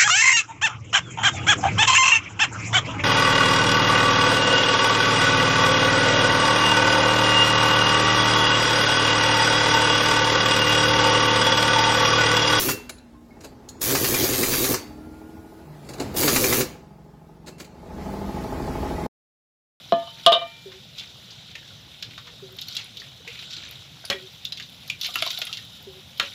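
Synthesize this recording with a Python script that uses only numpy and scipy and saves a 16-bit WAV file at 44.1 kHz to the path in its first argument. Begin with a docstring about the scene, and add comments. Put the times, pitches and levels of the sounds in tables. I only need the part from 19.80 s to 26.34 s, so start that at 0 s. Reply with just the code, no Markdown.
"""A metal lid knocks its pot and is dropped on the earth floor, where it bounces: ringing modes and noisy cracks.
Near by, a hand scoops wet rice from a steel bowl into water: rustling clicks, noise splats, gliding bubble tones,
and a bangle that rings the bowl's modes. A brick corner gives the near sounds a short tail of dull echoes.
A wood fire rumbles and hisses as bands of noise; far off, low notes thud at a slow, even pace and faint hoots sound."""
import sys
import numpy as np
from scipy import signal
from scipy.fft import rfft, irfft
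from scipy.io import wavfile

SR = 44100
rng = np.random.default_rng(int(sys.argv[2]) if len(sys.argv) > 2 else 0)


def inscribe(sig):
    """Save sig as 16-bit PCM at rate SR to the path in sys.argv[1].

    A 1-D sig is mono; a 2-D sig holds one channel per row.
    Samples are clipped to [-1, 1] before scaling.
    """
    pcm = np.round(np.clip(np.atleast_2d(sig).T, -1, 1) * 32767)
    wavfile.write(sys.argv[1], SR, pcm.astype(np.int16))


N = 288414


def from_db(db):
    """Decibels to gain."""
    return 10 ** (np.asarray(db) / 20)


def rms_one(x):
    """Scaled to rms 1."""
    return x / np.sqrt(np.mean(x ** 2) + 1e-20)


def time_axis(length_s):
    """Seconds from the start of a sound."""
    return np.arange(round(length_s * SR)) / SR


def add(out, s, sound):
    """Mixes a sound in at a time in seconds."""
    i = round(s * SR)
    out[i:i + len(sound)] += sound[:N - i]


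def dying(t, t60):
    """Exponential decay by 60 dB in t60 seconds, t60 kept between 3 ms and 3 s."""
    return from_db(-60 * t / np.clip(t60, .003, 3))


def at_hz(points, hz):
    """A spectrum in dB read on a log-frequency axis."""
    point_hz, point_db = np.array(points).T
    return np.interp(np.log(hz), np.log(point_hz), point_db)


def colour(x, points):
    """Minimum-phase filter with the given spectrum, so that nothing sounds early."""
    size = 4096
    bin_hz = np.arange(size + 1) * SR / 2 / size
    cepstrum = irfft(np.log(from_db(at_hz(points, np.maximum(bin_hz, 1)))))
    # folding the cepstrum onto positive time makes the phase minimal
    cepstrum[1:size] *= 2
    cepstrum[size + 1:] = 0
    response = irfft(np.exp(rfft(cepstrum)))[:size]
    return signal.oaconvolve(x, response)[:len(x)]


def drift(rate):
    """Slow random wander of spread 1; a higher rate wanders faster."""
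    r = np.exp(-80 * np.pi * rate / SR)   # one step is 40 samples
    noise = rng.standard_normal(N // 40 + 2002)
    slow = signal.lfilter([1], [1, -2 * r, r * r], noise)[2000:]
    return np.interp(np.arange(N) / 40, np.arange(len(slow)), rms_one(slow - slow.mean()))


def roughness(shape):
    """Low-passed noise that makes a ring uneven."""
    return signal.lfilter([.03], [1, -.97], rng.standard_normal(shape))


def grains(per_s, uneven_db, clump_db, clump_rate):
    """Random clicks of uneven size and either sign that come in clumps."""
    sizes = from_db(uneven_db * np.minimum(rng.exponential(1, N), 5)) * rng.choice([-1, 1], N)
    strikes = rng.random(N) < per_s / SR
    return sizes * strikes * from_db(clump_db * drift(clump_rate))


def bubbles(per_s, low_hz, high_hz, cycles):
    """Random bursts dealt to 12 resonators that each fall 60 dB in the given cycles; rms 1."""
    clicks = grains(per_s, uneven_db=2.5, clump_db=-1.0, clump_rate=54) + 1e-18
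    dealt = rng.integers(0, 12, N)
    out = 0
    for k, hz in enumerate(np.geomspace(low_hz, high_hz, 12)):
        r = from_db(-60 * hz / (cycles * SR))
        w = 2 * np.pi * hz / SR
        own_clicks = clicks * (dealt == k) + 1e-18
        out = out + signal.lfilter([0, np.sin(w)], [1, -2 * r * np.cos(w), r * r], own_clicks)
    return rms_one(out)


def soft_tone(length, hz):
    """A sine that swells and fades over its length in seconds."""
    t = time_axis(length)
    return np.sin(2 * np.pi * hz * t) * np.sin(np.pi * t / length) ** .7


# The lid's modes. Each row: pitch in Hz, level knocked on the rim in dB, level dropped flat in dB, t60 in s.
LID_MODES = [(163.5, -8.5, -35, 0.2), (222.7, -8.5, -34, 0.087), (270.7, -8, -32, 0.18),
             (359, -11.5, -24.5, .15), (523, -6.5, 0, 0.076), (678.5, 0.5, -1, 0.29),
             (907, -33.5, -40, 0.74), (1000, -27, -43, 0.32), (1080, -15, -9.5, 0.075),
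             (1204, -22.5, -6.5, 0.22), (1385, -44.5, -45.5, 0.89), (1546, -40.5, -18.5, 0.16),
             (1730, -29.5, -42, 0.56), (1815, -50, -37, 0.58), (1880, -63.5, -36, 0.99),
             (2040, -52.5, -30.5, 0.5), (2370, -51.5, -34.5, 0.85), (2510, -38.5, -36, 0.16),
             (2880, -38, 0.5, 0.1), (3040, -33.5, -12.5, 0.17), (3063, -39, -26, 0.52),
             (3327, -46.5, -31.5, 0.033), (3381, -42, -32.5, 0.31), (3720, -44, -5, 0.11),
             (4020, -43, -25.5, 0.22), (4130, -39.5, -28.5, 0.17), (4880, -59.5, -27, 0.07),
             (5640, -54, -43, .08)]
# The lid's contacts. Each row: start in seconds, ring level in dB, flatness from 0 to 1,
# tilt in dB per octave, crack level in dB, swell in s (at 683 Hz), time until the next touch chokes the ring in s.
LID_CONTACTS = [(0.1226, -9, 0.05, 4, -16, 0.00015, 0.11), (.222, -35.5, 0.9, 0.5, -50, 0.0043, 0.055),
                (0.273, -32, 0.41, 7.5, -48, 0.0036, 0.0074), (0.463, 1, 0.58, 2.5, 4, 0.0068, 0.058),
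                (.521, -13.5, 0.8, 3.5, -2, 0.00079, 0.012), (.527, -15.5, 0.81, 6, 0.5, 0.0047, 0.014),
                (.548, -11.5, 0.8, -1.5, -9.5, 0.0041, 0.033), (.612, -22, 0.5, 4.5, -44, 0.0044, 0.054)]
CRACK_SPECTRUM = [(70, -40.5), (250, -13), (700, -4.5), (2200, -22.5), (3300, 3.5), (5000, -14.5),
                  (8000, -37.5), (11000, -36), (16000, -43)]   # (Hz, relative dB)


def lid():
    """Each contact cracks and rings the modes; a touch damps mostly the low modes, the high ones beat."""
    out, t = np.zeros(N), time_axis(.7)
    hz, rim_db, flat_db, t60 = np.transpose(LID_MODES)[:, :, None]
    held = 1 / (1 + (hz / 1900) ** 4) * (t60 < .6)   # modes that move the lid's edge most
    for s, db, flat, tilt_db, crack_db, swell, free in LID_CONTACTS:
        blow_db = rim_db + np.clip(flat, 0, 1) * (flat_db - rim_db)
        levels = from_db(db + blow_db + tilt_db * np.log2(hz / 683))
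        choke = 1 - held * 0.86 / (1 + np.exp(-(t - free) / 0.00079))
        # low modes take up the blow slowly
        rise = (1 - np.exp(-t * (hz / 683) ** 2 / max(swell, 1e-4))) ** 2
        beat_hz = .015 * hz * rng.random(hz.shape)
        beats = 1 + .7 * (hz > 1800) * np.cos(2 * np.pi * (beat_hz * t + rng.random(hz.shape)))
        tones = np.sin(2 * np.pi * (hz * t + rng.random(hz.shape)))
        rings = beats * levels * tones * dying(t, t60) * choke * rise
        snap = dying(t, 0.0094) + 0.23 * dying(t, 0.11)
        crack = colour(rng.standard_normal(len(t)) * snap, CRACK_SPECTRUM)
        add(out, s, rings.sum(axis=0) + from_db(crack_db) * crack / np.abs(crack).max())
    return out


# Splats, drips and ticks, close by. Each row: start in seconds, level in dB, centre in Hz,
# level of the low body against the centre in dB.
SPLATS = [(0.386, -37, 3920, -18), (0.9172, -34.5, 3800, -2.5), (1.1832, -25, 3800, -47),
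          (1.1957, -26, 3440, -45), (1.506, -34, 4750, -21), (1.753, -27.5, 2620, -20),
          (1.8768, -37, 3680, -23.5), (2.225, -21, 3620, -18), (2.3088, -34, 3600, -12),
          (2.378, -26.5, 3730, -4.5), (2.471, -35.5, 3290, -3), (2.7864, -23, 3720, -24),
          (2.8153, -24, 3800, -44), (2.8838, -26, 4240, -26), (2.9242, -30, 4030, -49),
          (2.9502, -26, 3820, -49), (2.967, -15, 3860, -33), (3.01, -31.5, 4240, -37),
          (3.17, -27.5, 3690, -52), (3.1992, -30.5, 4430, -24), (3.477, -26, 2510, -25),
          (3.5898, -30, 4000, -19), (3.6235, -31.5, 3000, -18), (3.7072, -29.5, 4330, -24),
          (3.732, -26, 3440, -34), (3.7651, -25.5, 4000, -28), (3.9103, -33, 3800, -13),
          (4.2503, -26.5, 4600, -19), (4.3006, -10.5, 2900, -26), (4.652, -15.5, 3720, -48),
          (4.722, -18, 4000, -24.5), (4.773, -27, 3380, -28), (4.7984, -23.5, 2880, -19),
          (4.8238, -29, 3700, -36), (5.077, -35, 4700, -45), (5.0992, -13.5, 2700, -49),
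          (5.2127, -16.5, 3830, -38), (5.233, -19, 4000, -35), (5.2462, -14.5, 4040, -22),
          (5.2557, -15.5, 3800, -29), (5.2614, -21, 4020, -33), (5.3408, -24.5, 3570, -32),
          (5.3564, -11.5, 2860, -4.5), (5.3874, -19, 3740, -27), (5.4236, -7.5, 3420, -14.5),
          (5.463, -16.5, 4090, -30), (5.475, -13, 3800, -41), (5.504, -17.5, 3570, -41),
          (5.5747, -18.5, 3500, -24), (5.616, -18.5, 3020, -25), (5.6167, -16, 3330, -28),
          (5.669, -23.5, 3220, -19), (5.7276, -16, 3650, -46), (5.7364, -24, 3400, -38),
          (5.7713, -20.5, 3720, -25), (6.3742, -30.5, 3730, -32), (6.398, -5, 3180, -2),
          (6.428, -23, 2670, -15)]
SPLAT_RISE_S = 0.0015
SPLAT_T60_S, SPLAT_SHORTER_PER_DB = 0.051, 0.0443   # base time at -25 dB; louder splats are shorter


def splats():
    """Each is a ragged burst, brightest around its centre, with the rising ring of a trapped bubble."""
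    out, t = np.zeros(N), time_axis(.2)
    swell = np.clip(t / SPLAT_RISE_S, 0, 1) ** 2
    after = np.maximum(t - SPLAT_RISE_S, 0)
    for s, db, hz, body_db in SPLATS:
        t60 = SPLAT_T60_S * np.exp(-SPLAT_SHORTER_PER_DB * (db + 25))
        held = dying(after ** 2 / (.55 * t60), .55 * t60)   # the spatter keeps up a moment, then stops
        fade = .6 * dying(after, .2 * t60) + held + .12 * dying(after, 2 * t60)
        spectrum = [(250, body_db - 21.0), (600, body_db - 15.5), (min(1500, 0.57 * hz), body_db + 4.0),
                    (0.76 * hz, -6), (hz, 0), (1.357 * hz, -8), (max(7000, 1.4 * hz), -20),
                    (9000, -36), (14000, -30), (16500, -45)]
        burst = colour(rng.standard_normal(len(t)) * swell * fade, spectrum)
        rising_tone = np.sin(2 * np.pi * hz * (t + 1.5 * t ** 2))
        ring = .3 * rising_tone * swell * dying(after, .7 * t60)
        add(out, s - .001, from_db(db) * (burst / np.abs(burst).max() + ring))
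    return out


# Fine droplets bursting, close by. Each row: start in seconds, level in dB, centre in Hz.
DROPLETS = [(2.2254, -42, 13400), (2.7236, -38, 13200), (2.767, -39, 13500), (2.813, -30.5, 12600),
            (2.8836, -30, 13100), (2.953, -33, 13100), (2.968, -32, 10350), (3.0445, -36, 10800),
            (3.171, -44.5, 13200), (3.8906, -40.5, 10400), (3.911, -31, 13000), (4.254, -26, 9840),
            (4.3011, -46, 10500), (4.6489, -34, 13500), (4.726, -40.5, 10000), (4.9008, -44, 12400),
            (5.078, -34, 12400), (5.2126, -24, 13100), (5.267, -28, 12500), (5.3423, -32, 11100),
            (5.357, -19.5, 12900), (5.422, -24, 10400), (5.464, -28, 12300), (5.5149, -27, 14300),
            (5.5882, -22, 13100), (5.653, -25, 10400), (6.0265, -36, 14600), (6.3795, -35, 13100)]


def droplets():
    """Tiny bubbles give ticks of a few milliseconds high in the treble."""
    out, t = np.zeros(N), time_axis(.02)
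    for s, db, hz in DROPLETS:
        narrow = [(0.61 * hz, -30), (hz, 0), (1.5 * hz, -22)]
        envelope = dying(t, 0.009) * (1 - dying(t, 0.0046))
        tick = colour(rng.standard_normal(len(t)) * envelope, narrow)
        add(out, s - .0005, from_db(db) * tick / np.abs(tick).max())
    return out


# Plops close by, one tone per row; two rows at one time make a two-toned plop.
# Each row: start in seconds, level in dB, nominal pitch in Hz.
PLOPS = [(1.755, -34, 1820), (1.83, -41, 1700), (1.906, -39.5, 1423), (2.38, -55, 1573),
         (3.219, -31.5, 1916), (3.451, -39, 795), (3.473, -32.5, 484), (3.473, -37, 1930),
         (3.624, -44, 740), (3.715, -44, 1485), (3.837, -37, 1795), (4.241, -35, 1530), (4.241, -36, 690),
         (4.302, -34.5, 590), (5.1, -44, 1325), (5.289, -32, 737), (5.289, -33, 1230), (5.358, -18, 1400),
         (5.358, -48, 740), (5.423, -18, 670), (5.423, -25, 1340), (5.465, -25.5, 685), (5.465, -25, 1080),
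         (5.588, -30.5, 735), (5.619, -29.5, 660), (5.619, -24.5, 1460), (5.695, -32.5, 1333),
         (5.788, -30, 1880)]
PLOP_T60_S, PLOP_LONGER_PER_DB = 0.03, 0.02   # decay at -30 dB; louder tones ring longer


def plops():
    """Bubbles ring while their pitch climbs towards the surface."""
    out, t = np.zeros(N), time_axis(.2)
    climb = 2 * np.pi * (.97 * t + 1.0 * t ** 2)
    for s, db, hz in PLOPS:
        t60 = PLOP_T60_S * np.exp(PLOP_LONGER_PER_DB * (db + 30))
        rough = 1 + 4.0 * roughness(len(t))   # churned water roughens them
        add(out, s - .001, from_db(db) * np.sin(hz * climb) * rough * dying(t, t60) * (1 - dying(t, 0.011)))
    return out


# The steel bowl's modes. Each row: pitch in Hz, level in dB, t60 in s.
BOWL_MODES = [(563, 14.5, 0.18), (820, 2, 0.042), (1132, -6, 0.085), (1340, -9.5, 0.082),
              (1626, -19.5, 0.13), (1800, -33.5, 0.03), (1911, -13, 0.13), (2060, -42, 0.18),
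              (2370, -9, 0.045), (2690, -32.5, 0.079), (3020, -20, 0.028), (3330, 5, 0.05),
              (3400, -26, 0.033), (3800, 12.5, 0.037), (4540, -5, .06), (4730, -13, 0.065),
              (5500, -37, .15)]
# Bangle on the bowl, close by. Each row: start in seconds, level in dB, pitch the spot favours in Hz,
# spread in octaves.
BANGLE_KNOCKS = [(1.7553, -35.5, 2260, 0.49), (2.3804, -36, 1570, 0.17), (4.3012, -26, 1580, 0.93),
                 (4.313, -9.5, 1911, 0.22), (4.327, -14.5, 2540, 0.24), (5.0997, -22, 2400, 0.084),
                 (6.399, -15, 1770, 0.51), (6.4264, -42, 2490, 1.6), (6.449, -37, 2200, 0.82)]


def bowl():
    """The hand-held bowl rings briefly; where it is hit decides which modes speak."""
    out, t = np.zeros(N), time_axis(.3)
    hz, mode_db, t60 = np.transpose(BOWL_MODES)[:, :, None]
    for s, db, spot_hz, spread in BANGLE_KNOCKS:
        off_spot = np.log2(hz / spot_hz) / max(spread, .05)
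        levels = from_db(db + mode_db - 6 * off_spot ** 2)
        # wet rice against the wall roughens each ring
        rough = 1 + 4.3 * roughness((len(hz), len(t)))
        rings = levels * rough * np.sin(2 * np.pi * hz * t) * dying(t, t60)
        add(out, s, rings.sum(axis=0))
    return out


# Hand in wet rice and water. Each row: time in seconds, rustle of the grains in dB, spray of the water in dB.
STIR = [(0, -49.5, -62), (.42, -46.5, -60.5), (1.12, -54, -68.5), (1.19, -44, -62), (1.27, -46, -66),
        (1.38, -51, -62), (1.6, -48.5, -71), (2.1, -53, -66.5), (2.28, -52.5, -71.5), (2.74, -50.5, -64),
        (2.959, -41, -61), (3.15, -52, -73.5), (3.2, -47, -61.5), (3.44, -54, -69), (3.49, -44.5, -62),
        (3.63, -43, -58), (3.67, -47.5, -75), (3.73, -39, -71.5), (4.1, -52, -64), (4.4, -45.5, -59.5),
        (4.6, -51.5, -64.5), (5.18, -50.5, -61), (5.24, -37, -44), (5.33, -37.5, -51), (5.42, -33.5, -51),
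        (5.52, -33.5, -49), (5.65, -40.5, -53), (5.83, -47, -60), (6.37, -55, -63), (6.47, -38, -54),
        (6.54, -43, -57)]
# Tone of the rustle and of the spray. Each row: frequency in Hz, relative level in dB.
RUSTLE_SPECTRUM = [(880, -31), (1500, 9), (1780, -65), (1950, -35), (2520, -24), (2950, 8), (3800, 17),
                   (6230, -15), (6920, 0), (8160, -9), (9000, -32.5), (11700, -117), (19800, -120)]
SPRAY_SPECTRUM = [(6000, 3), (8500, -9), (10400, 11), (12000, 1), (13800, 10), (15500, -1.5), (17000, 4.5)]
TRICKLE_DB = -11   # against the rustle
SLOSH_DB, SLOSH_FOLLOWS = -63, 0.24   # level when the spray is at -65 dB; share of the spray's swing


def stirring():
    """Grains rub and water trickles between them; with the spray the water also sloshes in small bubbles."""
    s, *columns = np.transpose(STIR)
    rustle_db, spray_db = [np.interp(np.arange(N) / SR, s, c) for c in columns]
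    slosh_db = SLOSH_DB + SLOSH_FOLLOWS * (spray_db + 65)
    clicks = grains(6000, uneven_db=2.5, clump_db=2.0, clump_rate=50)
    fizz = rms_one(colour(clicks, RUSTLE_SPECTRUM)) + from_db(-4) * bubbles(900, 3000, 6090, cycles=134)
    trickle = from_db(TRICKLE_DB + 4.1 * drift(4.0)) * bubbles(400, 2186, 3300, cycles=23)
    slosh = from_db(slosh_db + 1.46 * drift(9.2)) * bubbles(400, 647, 2050, cycles=21.0)
    rustle = from_db(rustle_db) * (rms_one(fizz) + trickle)
    spray = from_db(spray_db) * rms_one(colour(clicks, SPRAY_SPECTRUM))
    return rustle + slosh + spray


# Water running off the hand. Each row: start in seconds, length in seconds, level in dB.
RUNOFF = [(1.499, 0.17, -62.5), (3.215, .08, -53.5), (3.47, 0.17, -46), (3.823, 0.13, -56),
          (5.239, .06, -41), (5.358, .28, -52), (6.426, 0.049, -37)]
RUNOFF_EDGE_S = 0.01


def runoff():
    """Short streams patter into the water as a steady run of small bubbles."""
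    t = np.arange(N) / SR
    gate = 0
    for s, length, db in RUNOFF:
        to_edge = np.minimum(t - s, s + length - t)
        gate = gate + from_db(db) * np.clip(to_edge / RUNOFF_EDGE_S, 0, 1)
    return gate * bubbles(900, 2325, 3340, cycles=63)


def walls(x, t60):
    """Brick corner: a short tail of dense dull echoes."""
    t = time_axis(.3)
    dull_noise = signal.lfilter([.5], [1, -.5], rng.standard_normal(len(t)))
    echoes = dull_noise * dying(t, t60) * (t > .003)
    return signal.oaconvolve(x, echoes / np.sqrt(np.sum(echoes ** 2)))[:N]


# Rumble and hiss of the wood fire. Each row: frequency in Hz, relative level in dB.
FIRE_SPECTRUM = [(15, 10.5), (25, -15.5), (120, 5), (161, 1.5), (363, -14), (545, -12.5), (1130, -23),
                 (2280, -15), (3620, -4), (4490, -16.5), (5430, -16.5), (9320, -33.5), (10400, -33),
                 (14000, -29.5), (16000, -31.5)]
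FIRE_DB = -48   # rms


def fire(lumps_db, flicker_db):
    """Half-octave bands of noise; the low flames come in lumps, the hiss flickers a little."""
    out, edges = 0, 22 * 2 ** np.arange(0, 9.9, .5)
    white = rng.standard_normal((2, N))   # neighbouring bands take turns
    lumps, together = drift(7.0), drift(2.5)
    for k, (low, high) in enumerate(zip(edges, edges[1:])):
        band = signal.sosfilt(signal.butter(2, [low, high], "band", fs=SR, output="sos"), white[k % 2])
        low_share = 1 / (1 + (low / 300) ** 2) / (1 + (60 / low) ** 2)
        lump_swing_db = lumps_db * low_share * (0.6 * lumps + 0.22 * drift(6.4))
        flicker_swing_db = flicker_db * (0.2 * together + drift(8.8))
        out = out + band * from_db(lump_swing_db + flicker_swing_db)
    return from_db(FIRE_DB) * rms_one(colour(out, FIRE_SPECTRUM))


# Thuds, far off. Each row: start in seconds, level in dB.
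THUDS = [(0.86, -37.5), (2.627, -39), (4.342, -34.5), (6.073, -39)]
# Modes of a thud. Each row: settled pitch in Hz, level in dB, t60 in s.
THUD_MODES = [(372, 9.5, 0.15), (528, -13, 0.53)]
THUD_SAG, THUD_SAG_S = 0.12, 0.016   # pitch starts high by this share and settles with this time constant
ANSWER_S, ANSWER_DB = .07, -8.5   # delay and level of the answer


def thuds():
    """A low note that sags after a soft onset, then a hollow answer from a far wall."""
    out, t = np.zeros(N), time_axis(.6)
    hz, mode_db, t60 = np.transpose(THUD_MODES)[:, :, None]
    bent = t + THUD_SAG * THUD_SAG_S * (1 - np.exp(-t / THUD_SAG_S))
    modes = from_db(mode_db) * np.sin(2 * np.pi * hz * bent) * dying(t, t60)
    thud = modes.sum(axis=0) * (1 - dying(t, 0.055))
    for s, db in THUDS:
        add(out, s - .004, from_db(db) * thud)
        add(out, s + ANSWER_S, from_db(db + ANSWER_DB) * soft_tone(0.066, 379))
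    return out


# Faint hoots, far off. Each row: start in seconds, length in seconds, pitch in Hz, level in dB.
HOOTS = [(2.42, 0.15, 484, -56.5), (3.4, 0.017, 466, -47), (3.473, 0.043, 478, -44.5)]


def hoots():
    """Short soft notes, perhaps a dove."""
    out = np.zeros(N)
    for s, length, hz, db in HOOTS:
        add(out, s, from_db(db) * soft_tone(length, hz))
    return out


def scene():
    """Near sources with their echoes, over fire and the far sounds; the lid is given a fainter echo."""
    near = splats() + droplets() + plops() + bowl()
    plate = lid()
    echoes = from_db(-7.0) * walls(near + from_db(-3) * plate, t60=0.14)
    water = stirring() + runoff()
    background = fire(lumps_db=3.0, flicker_db=1.8) + thuds() + hoots()
    return (near + plate + echoes + water + background)[None]


CUTOFF_HZ = 16400


def record(dry):
    """At the microphone, gain control ducks after loud peaks and recovers; peaks are rounded, both ends cut."""
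    fall = np.arange(N) / SR * 60.0   # release in dB per second
    level_db = 20 * np.log10(np.abs(dry) + 1e-6)
    held_db = np.maximum.accumulate(level_db + fall, axis=1) - fall
    # above -20 dB, 0.15 dB of ducking per dB, smoothed
    duck_db = signal.lfilter([.002], [1, -.998], .15 * np.maximum(held_db + 20, 0))
    rounded = .9 * np.tanh(dry * from_db(-duck_db) / .9)
    wet = signal.sosfilt(signal.butter(2, 45, "high", fs=SR, output="sos"), rounded)
    return signal.sosfilt(signal.cheby2(14, 70, CUTOFF_HZ, fs=SR, output="sos"), wet)


dry = scene()
out = record(dry)
inscribe(out)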